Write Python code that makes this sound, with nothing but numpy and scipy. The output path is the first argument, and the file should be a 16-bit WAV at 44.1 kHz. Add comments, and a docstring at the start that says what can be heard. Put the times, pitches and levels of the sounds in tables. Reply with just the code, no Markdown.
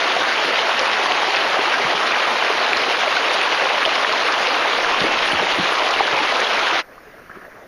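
"""River rapids, then a calm reach

Close to the microphone a shallow river rushes over rocks: a swarm of short-lived bubbles over a wash of
broken water, with loud pops, low thumps, stones that clack and knock, and one gust on the microphone.
A quick fade leads to a calm reach: wavelets lap and water swishes as someone wades beside a canoe."""
import sys
import numpy as np
from scipy import signal
from scipy.fft import rfft, irfft
from scipy.io import wavfile
from scipy.ndimage import uniform_filter1d

SR = 44100
rng = np.random.default_rng(int(sys.argv[2]) if len(sys.argv) > 2 else 0)


def store_wav(level_fs):
    """Save 16-bit WAV to argv[1]."""
    pcm = np.round(np.clip(np.atleast_2d(level_fs), -1, 1) * 32767)
    wavfile.write(sys.argv[1], SR, pcm.T.astype(np.int16))


N = 338247
TIME = np.arange(N) / SR
# colour of broken water over the rocks (frequency [Hz], level [dB])
RUSH_SPECTRUM = [(60, -28.5), (120, -22.3), (200, -14.5), (330, -6), (480, -1), (750, 1.5), (1250, -1),
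                 (2000, -3.5), (3000, -5), (4200, -10), (6000, -20), (10000, -39), (12500, -40.5),
                 (15000, -59)]


def rapids(rush_db=-17.48):
    """Far water blurs into a wash; water near the microphone crackles and gurgles over it."""
    wash = churn(patchy_db=2.5) * gain_of(0.84 * wander(5.6, 25))
    crackle = swarm(per_s=2400, spread_db=1.2, cycles=8.7, low_hz=931, high_hz=8850, clump=0.35)
    gurgle = swarm(per_s=1000, spread_db=2.5, cycles=24.2, low_hz=220.3, high_hz=2960, clump=0.2)
    water = wash + gain_of(-5) * crackle + gain_of(-11.5) * gurgle
    rush = gain_of(rush_db) * coloured(water, RUSH_SPECTRUM)
    blips = stray_bubbles(per_s=4, low_hz=331.7, high_hz=1360, peak_db=-20, spread_db=0.5, cycles=28)
    ticks = stray_bubbles(per_s=7, low_hz=2000, high_hz=6360, peak_db=-6, spread_db=8, cycles=25)
    return rush + blips + ticks + pops() + splats() + pebbles() + knocks() + low_thumps() + spray()


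def bubble(hz, cycles, rise=0.11, swell_cycles=0.54):
    """A pocket of air rings, dying by 60 dB over `cycles`, its pitch rising as it nears the surface."""
    turns = np.arange(int(cycles / hz * SR) + 4) * hz / SR
    age = turns / cycles
    envelope = (1 - np.exp(-(turns / swell_cycles) ** 2)) * np.exp(-np.log(1000) * age)
    return envelope * np.sin(2 * np.pi * turns * (1 + rise * age))


def swarm(per_s, spread_db, cycles, low_hz, high_hz, clump, count=48):
    """Bubbles of all sizes, born in clumps, most faint and a few loud; equal power per Hz."""
    pitches = np.geomspace(low_hz, high_hz, count)
    shares = np.sqrt(pitches) / np.sqrt(pitches).sum()  # small bubbles are the more common
    surge = np.exp(clump * wander(5, 40))
    slots = np.arange(0, N, 8)
    out = np.zeros(N)
    for hz, share in zip(pitches, shares):
        chance, size, sign = rng.random((3, len(slots)))
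        born = chance < per_s * share * surge[slots] * slots[1] / SR
        size_db = spread_db * np.minimum(-np.log(1 - size[born]), 4.5)
        births = np.zeros(N)
        births[slots[born]] = np.sign(sign[born] - 0.5) * gain_of(size_db)
        out += np.sqrt(hz) * unit_rms(signal.oaconvolve(births, bubble(hz, cycles))[:N])
    return unit_rms(out)


def churn(patchy_db):
    """Churning water: white noise that swells and thins in patches some 600 Hz wide and 60 ms long."""
    noise = signal.stft(rng.standard_normal(N), nperseg=512, noverlap=256)[2]
    patches = uniform_filter1d(rng.standard_normal(noise.shape), size=7, axis=0)
    patches = unit_rms(uniform_filter1d(patches, size=10, axis=1))
    return unit_rms(signal.istft(noise * gain_of(patchy_db * patches), nperseg=512, noverlap=256)[1][:N])


def stray_bubbles(per_s, low_hz, high_hz, peak_db, spread_db, cycles):
    """Now and then a bubble stands out, loudest at the pitches where the rush is loudest."""
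    when, pitch, size = rng.random((400, 3))[:int(per_s * N / SR)].T
    hz = low_hz * (high_hz / low_hz) ** pitch
    db = peak_db - spread_db * size + np.interp(hz, *np.transpose(RUSH_SPECTRUM))
    return rings(zip(when * N / SR, hz, db, np.full(len(hz), cycles)))


def pops(snap_db=-19, snap_s=0.0017):
    """Each bubble close to the microphone breaks the surface with a brief wet snap, then rings."""
    # the loudest bubbles (time [s], pitch [Hz], level [dB], ring length [cycles])
    bursts = [(.165, 700, -9.5, 25), (.812, 524, -13, 26), (.824, 513, -18.5, 44), (1.059, 1070, -12, 36),
              (1.350, 2400, -8, 18), (1.59, 400, -16, 32), (2.498, 422, -17.5, 50), (2.881, 368, -21, 27),
              (3.071, 590, -14.5, 38), (3.168, 1440, -9.5, 60), (3.415, 2400, -6.5, 18),
              (3.667, 1016, -10.5, 41), (3.700, 544, -19, 41), (3.862, 640, -8, 18), (3.874, 610, -8.5, 20),
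              (4.047, 1760, -6.5, 24), (4.470, 2710, -9, 34), (4.475, 496, -17.5, 54),
              (4.846, 1570, -7, 28), (5.046, 313, -21, 30), (5.321, 2970, -13, 66), (5.998, 1120, -10, 28),
              (6.0062, 785, -2, 24), (6.007, 380, -17, 16), (6.212, 297, -22, 28), (6.468, 3200, -13, 60),
              (6.610, 1335, -15, 58)]
    return rings(bursts) + gain_of(snap_db) * snaps(bursts, snap_s, RUSH_SPECTRUM)


def splats(scatter_s=0.008, scatter_octaves=0.48, spatter_db=-9, spread_db=7, cycles=13, count=9):
    """Water slaps a stone: one sharp drop amid a spatter of weaker ones, scattered in time and pitch."""
    # main drop of each splash (time [s], pitch [Hz], level [dB])
    main_drops = [(.0824, 4340, -15), (.7937, 4900, -12), (0.7935, 2400, -8), (.813, 4540, -14),
                  (0.9332, 2600, -11), (1.111, 2090, -10), (1.120, 2750, -6.5), (1.3675, 2430, -5),
                  (1.362, 4380, -12), (2.924, 2000, -10), (3.3416, 4370, -11), (3.5457, 1550, -8),
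                  (3.829, 2180, -10), (3.8586, 3030, -4), (3.9545, 4940, -15), (4.1255, 4560, -13),
                  (4.2747, 2800, -11), (4.323, 4900, -12.5), (4.4713, 2900, -8), (5.006, 4020, -9),
                  (5.188, 2420, -14), (5.2768, 3300, -9), (5.887, 5500, -19), (5.9087, 4890, -12),
                  (5.939, 2700, -9), (6.029, 2200, -7.5), (6.1146, 4606, -15), (6.189, 1990, -14),
                  (6.225, 1800, -16), (6.4038, 5770, -13), (6.417, 2000, -9), (6.444, 3500, -12),
                  (6.447, 4480, -17), (6.592, 1620, -8), (6.669, 1510, -10), (6.712, 2400, -11)]
    # colour of the slap (frequency [Hz], level [dB])
    slap_spectrum = [(300, -28), (1500, -3), (3000, 4), (5000, 1), (7000, -19), (12000, -44), (15000, -58)]
    drops = []
    for s, hz, db in main_drops:
        drops.append((s, hz, db, cycles))
        for when, pitch, size in rng.uniform(-0.92, 1, (count, 3)):
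            drop_db = db + spatter_db - spread_db * abs(size)
            drops.append((s + scatter_s * when, hz * 2 ** (scatter_octaves * pitch), drop_db, cycles))
    slaps = snaps(main_drops, decay_s=0.0049, spectrum=slap_spectrum)
    return rings(drops, swell_share=0.07) + gain_of(-13) * slaps


def pebbles(cycles=12, grit_s=0.0035):
    """Two pebbles meet in the stream bed: a short hard click, then grit scraping between them."""
    # pebble strikes (time [s], pitch [Hz], click level [dB], scrape level [dB])
    clacks = [(2.732, 2300, -2, -25), (2.7693, 4750, -9, -13), (3.8521, 2880, -0.5, -29)]
    # colour of the scrape (frequency [Hz], level [dB])
    grit_spectrum = [(800, -9), (2500, -8), (4300, 0), (5500, -4), (6800, -18), (10000, -36), (15000, -50)]
    clicks = rings([(s, hz, db, cycles) for s, hz, db, _ in clacks], swell_share=0.15)
    return clicks + snaps([(s, hz, grit_db) for s, hz, _, grit_db in clacks], grit_s, grit_spectrum)


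def knocks(cycles=13, thud_db=-5, thud_s=0.010):
    """Under water a larger stone settles on another: a dull thud with a short, damped ring."""
    # shifting stones (time [s], pitch [Hz], level [dB])
    stones = [(5.0403, 424, -13), (5.3293, 310, -20), (5.428, 355, -18), (5.586, 325, -16.5)]
    # colour of the thud (frequency [Hz], level [dB])
    thud_spectrum = [(50, -32), (130, -9), (250, -1), (600, 2), (900, -3), (2000, -22), (8000, -55)]
    ringing = rings([(s, hz, db, cycles) for s, hz, db in stones])
    return ringing + gain_of(thud_db) * snaps(stones, thud_s, thud_spectrum)


def low_thumps(cycles=13.4, rumble_db=-17, rumble_s=0.021, settle_db=-9, settle_s=0.1):
    """Soft, low, round thumps, each with a faint rumble that settles."""
    # low thumps (time [s], pitch [Hz], level [dB])
    thumps = [(1.847, 138, -30), (1.948, 228, -31), (5.013, 173, -21.5), (5.022, 92, -38),
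              (5.331, 167, -24.5), (5.342, 85, -34), (5.409, 233, -24), (5.594, 175, -19.5),
              (5.631, 222, -30), (6.129, 140, -31), (6.198, 174, -40)]
    # colour of the rumble around each thump (frequency [Hz], level [dB])
    rumble_spectrum = [(30, -16), (80, -18), (170, 21), (400, 5), (700, -16), (1500, -39), (5000, -75)]
    onset = sum(gain_of(db) * np.exp(-((TIME - s - rumble_s / 2) / rumble_s) ** 2) for s, _, db in thumps)
    settling = sum(swell(s + 2 * rumble_s, db + settle_db, rumble_s, settle_s) for s, _, db in thumps)
    rumble = (onset + settling) * coloured(rng.standard_normal(N), rumble_spectrum)
    return rings([(s, hz, db, cycles) for s, hz, db in thumps]) + gain_of(rumble_db) * rumble


def spray(puff_s=0.014, mist_db=-50, flicker_db=2.5):
    """A fine fizz comes and goes; each splash adds a brief puff of droplets."""
    # small splashes (time [s], level [dB])
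    splashes = [(3.34, -43), (3.84, -45), (5.325, -40), (5.73, -43)]
    # colour of the spray (frequency [Hz], level [dB])
    spray_spectrum = [(1000, -21), (3000, 10), (6000, -19), (9700, 6), (11300, -1), (12800, -62),
                      (14500, -28)]
    mist = gain_of(mist_db + flicker_db * wander(3, 16))
    puffs = sum(gain_of(db) * np.exp(-((TIME - s) / puff_s) ** 2) for s, db in splashes)
    fizz = rng.standard_normal(N) * gain_of(2 * wander(40, 160))
    return (mist + puffs) * coloured(fizz, spray_spectrum)


def calm_reach(murmur_db=-44):
    """Slow water murmurs under the wading, the wavelets and a few plops."""
    # colour of slow water (frequency [Hz], level [dB])
    murmur_spectrum = [(40, -14), (130, -9), (260, -3.5), (450, -0.5), (650, 0), (850, -6), (1150, -4),
                       (1700, -3.5), (2300, -11), (3500, -22), (5500, -22.5), (7000, -27), (10000, -30),
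                       (15000, -28)]
    # drips and soft laps (time [s], pitch [Hz], level [dB], ring length [cycles])
    plops = [(6.9792, 1140, -30, 24), (7.068, 417, -37.5, 48), (7.139, 610, -38, 27), (7.172, 444, -39, 36),
             (7.298, 176, -40, 9), (7.314, 1630, -28.5, 30), (7.370, 378, -31, 18), (7.372, 200, -39, 4),
             (7.443, 630, -39, 44), (7.450, 1890, -35, 30), (7.479, 590, -36.5, 28)]
    murmur = gain_of(murmur_db) * coloured(churn(patchy_db=2), murmur_spectrum)
    return murmur + wading() + laps() + rings(plops)


def wading(froth_db=-8):
    """One stride stirs up a soft bubbly swish that builds, peaks and settles."""
    # colour of the swish (frequency [Hz], level [dB])
    swish_spectrum = [(60, -5), (160, 0), (380, -4), (620, -6), (880, -9), (1250, -1), (1650, 1.5),
                      (2200, -8), (3000, -19), (4500, -27), (10000, -45)]
    froth = swarm(per_s=1400, spread_db=4, cycles=15, low_hz=152, high_hz=3400, clump=0.18, count=24)
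    stride = swell(peak_s=7.38, peak_db=-44, rise_s=0.2, fall_s=0.16) * gain_of(1.5 * wander(9.7, 13))
    return stride * coloured(churn(patchy_db=3) + gain_of(froth_db) * froth, swish_spectrum)


def laps(rise_s=0.0068, fall_s=0.019, foam_db=-2):
    """Each wavelet tips over quickly and drains away in a trickle of small bubbles and a little foam."""
    # wavelets around the stride (time [s], level [dB])
    wavelets = [(7.000, -48), (7.140, -50), (7.195, -40), (7.299, -38.5), (7.358, -38), (7.415, -39),
                (7.452, -41), (7.563, -39)]
    # colour of a breaking wavelet (frequency [Hz], level [dB])
    trickle_spectrum = [(100, -14), (400, -1), (600, 0), (880, -11), (1300, -1), (1650, 4), (2200, -11),
                        (3000, -27), (10000, -45)]
    trickle = swarm(per_s=1500, spread_db=1.1, cycles=17, low_hz=347, high_hz=2600, clump=0.1, count=16)
    breaking = sum(swell(s, db, rise_s, fall_s) for s, db in wavelets)
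    return breaking * coloured(trickle + gain_of(foam_db) * rng.standard_normal(N), trickle_spectrum)


def wind(breeze_db=-69):
    """A light breeze and one gust buffet the microphone with a lumpy rumble."""
    # colour of the buffeting (frequency [Hz], level [dB])
    buffet_spectrum = [(10, 4), (28, 0), (55, -2), (100, -10), (200, -24), (600, -60), (3000, -90)]
    strength = gain_of(breeze_db) + swell(peak_s=4.87, peak_db=-48, rise_s=0.1, fall_s=1.2)
    return strength * coloured(rng.standard_normal(N), buffet_spectrum) * gain_of(1.4 * wander(2.8, 12))


def rings(rows, swell_share=0.032):
    """A damped, slightly rising ring for each (time [s], pitch [Hz], level [dB], length [cycles])."""
    out = np.zeros(N)
    for s, hz, db, cycles in rows:
        ring = bubble(hz, cycles, swell_cycles=swell_share * cycles)  # longer rings start more softly
        part = out[round(s * SR):][:len(ring)]
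        part += gain_of(db) * ring[:len(part)] / abs(ring).max()
    return out


def snaps(rows, decay_s, spectrum):
    """A sudden, fast-dying burst of noise for each (time [s], unused pitch [Hz], level [dB], ...)."""
    envelope = np.zeros(N)
    for s, _, db, *_ in rows:
        after = TIME[round(s * SR):]
        envelope[-len(after):] += gain_of(db) * np.exp(-np.minimum((after - after[0]) / decay_s, 20))
    return np.sqrt(np.mean(envelope ** 2)) * coloured(envelope * rng.standard_normal(N), spectrum)


def swell(peak_s, peak_db, rise_s, fall_s):
    """A gain that grows to its peak and dies away, each with its own time constant."""
    return gain_of(peak_db) * np.exp(np.minimum((TIME - peak_s) / rise_s, (peak_s - TIME) / fall_s))


def wander(slow_hz, fast_hz):
    """A random drift between two rates, at rms 1."""
    t, rates = TIME[::128], np.geomspace(slow_hz, fast_hz, 40)
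    waves = np.sin(2 * np.pi * (rates[:, None] * t + rng.random((40, 1))))
    return np.interp(TIME, t, unit_rms(waves.sum(0)))


def coloured(x, spectrum):
    """Shapes a sound by a spectrum (frequency [Hz], level [dB]), at rms 1."""
    hz, db = np.transpose(spectrum)
    bins = np.fft.rfftfreq(N, 1 / SR)
    return unit_rms(irfft(rfft(x) * gain_of(np.interp(np.log(bins + 1), np.log(hz), db)), N))


def gain_of(db):
    """Decibels to amplitude."""
    return 10 ** (np.asarray(db) / 20)


def unit_rms(x):
    """Scales to rms 1."""
    return x / np.sqrt(np.mean(x ** 2) + 1e-20)


def gain_control(x, threshold_db=-18.5, share=0.47, recovery_db_per_s=110, attack_s=0.0046):
    """A loud moment pulls the level down just after it, and the level soon creeps back."""
    pole = np.exp(-1 / (attack_s * SR))
    power_db = 10 * np.log10(signal.lfilter([1 - pole], [1, -pole], x ** 2) + 1e-12)
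    recovery_db = TIME * recovery_db_per_s
    held_db = np.maximum.accumulate(power_db + recovery_db, axis=-1) - recovery_db
    over_db = np.maximum(held_db - threshold_db, 0)
    return x / gain_of(share * signal.lfilter([1 - pole], [1, -pole], over_db))


def scene(fade_start_s=6.798, fade_end_s=6.833):
    """The rapids fade quickly into the calm reach, with wind on the microphone in both places."""
    at_rapids = np.clip((fade_end_s - TIME) / (fade_end_s - fade_start_s), 0, 1) ** 2
    return (at_rapids * rapids() + (1 - at_rapids) * calm_reach() + wind())[None]


def record(dry, null_hz=7850, null_width_hz=560, null_db=-34, band_limit_hz=15400):
    """One microphone with a deep null in its treble, then gain control and a band limit."""
    hz = np.fft.rfftfreq(N, 1 / SR)
    response = gain_of(null_db * np.exp(-((hz - null_hz) / null_width_hz) ** 2))
    heard = gain_control(irfft(rfft(dry) * response, N))
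    lowpass = signal.firwin(511, band_limit_hz, window=("kaiser", 9), fs=SR)
    return signal.oaconvolve(heard, lowpass[None], "same")


dry = scene()
out = record(dry)
store_wav(out)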